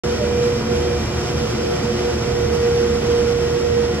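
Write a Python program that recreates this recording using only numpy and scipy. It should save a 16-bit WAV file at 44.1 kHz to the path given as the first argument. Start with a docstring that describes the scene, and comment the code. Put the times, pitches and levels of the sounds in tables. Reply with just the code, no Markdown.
"""A gear mesh whines in a machine hall, swelling and sagging with load, beating against a second drive.
Motors hum and throb, shafts drone, and a metallic whistle flutters with its octave.
Big cable wheels fill the hall with a reverberant roar; running cables rattle on top.
One short hoot slides down near the start. All heard from a gallery above."""
import sys
import numpy as np
from scipy import signal
from scipy.fft import rfft, irfft
from scipy.io import wavfile

SR = 44100
rng = np.random.default_rng(int(sys.argv[2]) if len(sys.argv) > 2 else 0)


def to_wav(s):
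    """Save 16-bit WAV."""
    ch = np.atleast_2d(s).T  # columns
    pcm = np.round(np.clip(ch, -1, 1) * 32767)  # PCM
    wavfile.write(sys.argv[1], SR, pcm.astype(np.int16))


N = 176400

# main gearbox tooth rate: time_s, rate_hz
TOOTH_RATE = [(0, 482), (.45, 480), (.95, 480.5), (1.3, 481), (1.6, 478), (2.0, 479), (2.35, 475.5),
              (2.8, 474), (3.3, 474.8), (4, 475.5)]
# heave of rumble and shaft drones: time_s, gain_db
HEAVE = [(.05, -4), (.3, 0), (.8, 1), (1.25, 1), (1.5, .5), (1.68, -2.5), (1.92, 0), (2.08, -1.5),
         (2.32, 1.5), (2.7, 0), (3.1, .5), (3.45, -1.5), (3.7, -.3), (4, -1)]


def undb(db):
    """Decibels to gain."""
    return 10 ** (np.asarray(db) / 20)


def curve(rows, column=1):
    """Table column interpolated over time."""
    rows = np.array(rows)
    return np.interp(np.arange(N) / SR, rows[:, 0], rows[:, column])


def across(rows, column=1):
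    """Table column interpolated over log frequency."""
    rows = np.array(rows)
    log_hz = np.log(np.maximum(np.fft.rfftfreq(N, 1 / SR), 1))
    return np.interp(log_hz, np.log(rows[:, 0]), rows[:, column])


def scatter(width_hz):
    """Random amplitude and phase after many reflections; rms 1."""
    offset = np.fft.fftfreq(N, 1 / SR) / width_hz
    spectrum = np.fft.fft(rng.standard_normal(N) + 1j * rng.standard_normal(N))
    z = np.fft.ifft(spectrum / (1 + 2 * offset ** 2) / (1 + (offset / 2) ** 4))
    return z / np.sqrt(np.mean(abs(z) ** 2))


def walk(rate_hz):
    """Smooth random drift; rms 1."""
    return np.sqrt(2) * scatter(rate_hz).real


def spin(hz):
    """Rotating phasor; real part has rms 1."""
    return np.sqrt(2) * np.exp(2j * np.pi * (np.cumsum(hz * np.ones(N)) / SR + rng.random()))


def waver(hz, width_hz, steady_share):
    """Phasor with part of its power steady, the rest scattered."""
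    return spin(hz) * (np.sqrt(steady_share) + np.sqrt(1 - steady_share) * scatter(width_hz))


def place(z, lead_rad, pan_db):
    """Phasor to stereo; lead and pan are left relative to right."""
    left = z * np.exp(.5j * lead_rad) * undb(pan_db / 2)
    right = z * np.exp(-.5j * lead_rad) * undb(-pan_db / 2)
    return np.array([left, right]).real


def diffuse(z, width_hz):
    """Tone reaching each side by its own reflections."""
    return np.array([(z * scatter(width_hz)).real for _ in range(2)])


def hall_roar():
    """Wheels and cables fill the hall with a heaving rumble; cable hiss rattles on top."""
    # roar spectrum: freq_hz, density_db
    spectrum = [(22, -80), (35, -73), (46, -50), (68, -52), (95, -51.5), (115, -50.5), (150, -48.5),
                (185, -54), (224, -50), (258, -55.5), (345, -53), (450, -53.5), (560, -58), (720, -60),
                (950, -63.5), (1400, -64), (1750, -68), (2200, -67.5), (2900, -67.5), (4150, -73),
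                (5400, -67), (6200, -71), (6700, -77), (7150, -76), (7600, -81), (8600, -82.5),
                (9900, -88.5), (11200, -85), (12300, -91.5), (14000, -104)]
    # stereo field: freq_hz, coherence, lead_rad, pan_db
    field = [(50, .995, 0, 1), (130, 1, -0.9, -0.5), (250, 0.78, 0.2, -2), (380, 1, -1.5, -8),
             (534, 0.54, -0.5, 1), (734, 0, 0.5, -6), (1000, 0.51, -0.35, -3), (1420, 0.92, 0.25, -2),
             (1990, 0.7, 0.92, -0.5), (2430, 0.15, 3, -1.5), (2980, 0.92, 4.5, -0.5), (4320, 0.48, 4, -2.5),
             (5320, 0.72, 2.5, 0), (6480, 0.68, 3.5, 1.5), (7200, 0.37, 5, -2), (8800, 0.36, 7, 3),
             (8900, 1, 7, -8), (10070, 1, 10.5, 2), (12500, 0.5, 12, -3), (13900, 0.7, 15, 3)]
    # slow treble drift: time_s, gain_db
    treble = [(0, 0.6), (.5, 0), (1.0, 0), (1.4, 0.3), (2.0, .5), (2.6, 0), (3.2, 0), (4, -0.9)]
    mono_hz, rumble_edge_hz, rattle_edge_hz = 150, 104, 720
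    hz = np.fft.rfftfreq(N, 1 / SR)
    mid, side = rfft(rng.standard_normal((2, N))) * undb(across(spectrum)) * np.sqrt(SR / 2)
    apart = hz ** 2 / (hz ** 2 + mono_hz ** 2)  # long waves reach both sides alike
    coherence = 1 - apart * (1 - across(field))
    lead_rad, pan_db = apart * across(field, 2), apart * across(field, 3)
    sign = np.array([[1], [-1]])
    stereo = mid * np.sqrt((1 + coherence) / 2) + sign * side * np.sqrt((1 - coherence) / 2)
    stereo *= np.exp(.5j * sign * lead_rad) * undb(sign * pan_db / 2)
    deep = 1 / (1 + (hz / rumble_edge_hz) ** 4)
    low = 1 / (1 + (hz / rattle_edge_hz) ** 2)
    rattle_db = curve(treble) + .61 * walk(rate_hz=14) + .25 * walk(rate_hz=130)
    rumble = irfft(stereo * deep, N) * undb(curve(HEAVE))
    body = irfft(stereo * (low - deep), N)
    rattle = irfft(stereo * (1 - low), N) * undb(rattle_db)
    return rumble + body + rattle


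def hums_and_drones():
    """Fixed-pitch machine hums and a steady high gear overtone; shaft drones heave with the rumble."""
    # machine tones: pitch_hz, level_db, width_hz, steady_share, lead_rad, pan_db
    hums = [(483.6, -35, 18, 0.12, -0.5, -5.5), (718, -43, 8.8, 0.33, 0.3, -6),
            (1431, -55, 16, 0.7, -0.5, -4), (1914, -51.5, 13, 0.6, -0.5, 2), (2057, -53, 14, 0.25, -0.5, 4),
            (3226, -55, 14, 0, 4, -13), (3961, -58, 6.5, 0.6, 3.5, -3), (5450, -54, 28, 0, 2, -5)]
    # shaft tones: pitch_hz, level_db, width_hz, steady_share
    drones = [(77, -30, 12, 0.86), (118, -33.5, 9.6, 0.65), (149.1, -40, 10, 0.42)]
    drone_lead_s = .0002
    out, heave = 0, undb(curve(HEAVE))
    for hz, level_db, width_hz, steady_share, lead_rad, pan_db in hums:
        out += undb(level_db) * place(waver(hz, width_hz, steady_share), lead_rad, pan_db)
    for hz, level_db, width_hz, steady_share in drones:
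        lead_rad = 2 * np.pi * hz * drone_lead_s
        out += undb(level_db) * heave * place(waver(hz, width_hz, steady_share), lead_rad, pan_db=0)
    return out


def throbbing_motor():
    """Evenly pulsing hum over the rough drone of its housing; both swell and recede."""
    # motor swell: time_s, level_db
    swell = [(0, -33.5), (.5, -33.5), (.85, -30.5), (1.3, -32.5), (2.05, -31), (2.6, -33.5), (4, -34)]
    first_peak_s, period_s, depth_db = .06, .388, 3
    t = np.arange(N) / SR
    pulse = undb(depth_db * np.cos(2 * np.pi * (t - first_peak_s) / period_s))
    hum = place(waver(hz=360, width_hz=17, steady_share=.66) * pulse, lead_rad=-.28, pan_db=3.5)
    housing = place(waver(hz=223.5, width_hz=16, steady_share=.25), lead_rad=-.1, pan_db=0)
    return (hum + housing) * undb(curve(swell))


def whistle():
    """Fluttering metallic whistle and its octave; pitch sags a little with the gears."""
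    # whistle under load: time_s, level_db
    tone_level = [(0, -56), (.27, -45), (.65, -46), (.95, -45), (1.3, -45.5), (1.55, -51), (1.9, -48),
                  (2.4, -48), (2.8, -53), (4, -54)]
    # its octave: time_s, level_db
    octave_level = [(0, -54), (.3, -57), (.75, -51.5), (1.1, -59), (1.38, -55), (1.5, -48.5), (1.9, -48.5),
                    (2.1, -50), (2.22, -60), (2.52, -59), (2.59, -46.5), (2.74, -56), (4, -59)]
    centre_hz, tracking = 2372, .6
    mesh_hz = curve(TOOTH_RATE)
    hz = centre_hz * (mesh_hz / mesh_hz.mean()) ** tracking
    tone = waver(hz, width_hz=29, steady_share=.6) * undb(curve(tone_level))
    octave = waver(2 * hz, width_hz=26, steady_share=.6) * undb(curve(octave_level))
    return place(tone + octave, lead_rad=.6, pan_db=-3)


def hoot():
    """Brief tone slides down and lingers in the hall."""
    start_s, length_s, first_hz, last_hz, level_db = .183, .075, 620, 575, -24
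    decay_s, tail_db = .06, -7
    t = np.arange(N) / SR - start_s
    progress = np.clip(t / length_s, 0, 1)
    tone = spin(first_hz + (last_hz - first_hz) * progress) * undb(level_db)
    direct = place(tone * np.sin(np.pi * progress), lead_rad=-.79, pan_db=-4)
    tail_gain = progress * np.exp(-np.maximum(t - length_s, 0) / decay_s) * undb(tail_db)
    return direct + tail_gain * diffuse(tone, width_hz=27)


def gearbox():
    """Teeth mesh at a rate that sags with load; the hall smears the whine and its overtones."""
    # whine strength: time_s, level_db
    whine_level = [(.04, -27), (.12, -22.5), (.18, -31), (.26, -22), (.38, -20), (.46, -16), (.55, -24),
                   (.64, -33), (.71, -19.5), (.78, -22), (.85, -20), (.95, -23.5), (1.07, -39), (1.15, -28),
                   (1.3, -33), (1.43, -23.5), (1.56, -32), (1.73, -20), (1.82, -28), (1.9, -23),
                   (1.98, -33), (2.07, -23.5), (2.2, -30), (2.38, -22), (2.5, -23), (2.68, -17),
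                   (2.81, -17), (2.9, -21), (3.03, -23.5), (3.13, -17), (3.3, -19.5), (3.42, -22),
                   (3.53, -20.5), (3.68, -21.5), (3.8, -17), (3.9, -21.5), (4, -33)]
    # standing waves shift the whine between sides: time_s, lead_rad, pan_db
    image = [(.12, -1.6, 0), (.28, -.8, -6), (.46, -.5, -2), (.7, -1.3, -7), (1.0, -.6, -1),
             (1.45, -1.3, -4), (1.74, -2.3, -3), (1.9, -.4, -8), (2.1, -2.1, -1), (2.28, -1, -11),
             (2.5, -1.7, -7), (2.7, -.7, -3), (2.95, -1.4, -4), (3.15, -1.0, -4), (3.4, -.9, -9),
             (3.52, -1.5, -5), (3.7, -2, -9), (3.8, -1.2, -7), (4, -.6, 0)]
    # mesh overtones: harmonic, start_db, end_db, width_hz
    overtones = [(2, -44.5, -52, 19), (3, -50.5, -49, 4.7), (4, -56, -45, 7.9)]
    reverb_db = -17.5
    mesh_hz = curve(TOOTH_RATE)
    whine = spin(mesh_hz) * undb(curve(whine_level))
    out = place(whine, lead_rad=curve(image), pan_db=curve(image, 2))
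    out += undb(reverb_db) * diffuse(whine, width_hz=18)
    for harmonic, start_db, end_db, width_hz in overtones:
        out += diffuse(spin(harmonic * mesh_hz), width_hz) * undb(np.linspace(start_db, end_db, N))
    return out


def scene():
    """All machinery, in stereo."""
    return gearbox() + whistle() + hums_and_drones() + throbbing_motor() + hall_roar() + hoot()


def record(dry):
    """Brief silence, fast fade-in, steep low-pass."""
    start_s, fade_s, cutoff_hz = .035, .002, 14000
    fade_in = np.clip((np.arange(N) / SR - start_s) / fade_s, 0, 1)
    lowpass = signal.ellip(8, .2, 70, cutoff_hz, fs=SR, output="sos")
    return signal.sosfilt(lowpass, dry * fade_in)


dry = scene()
out = record(dry)
to_wav(out)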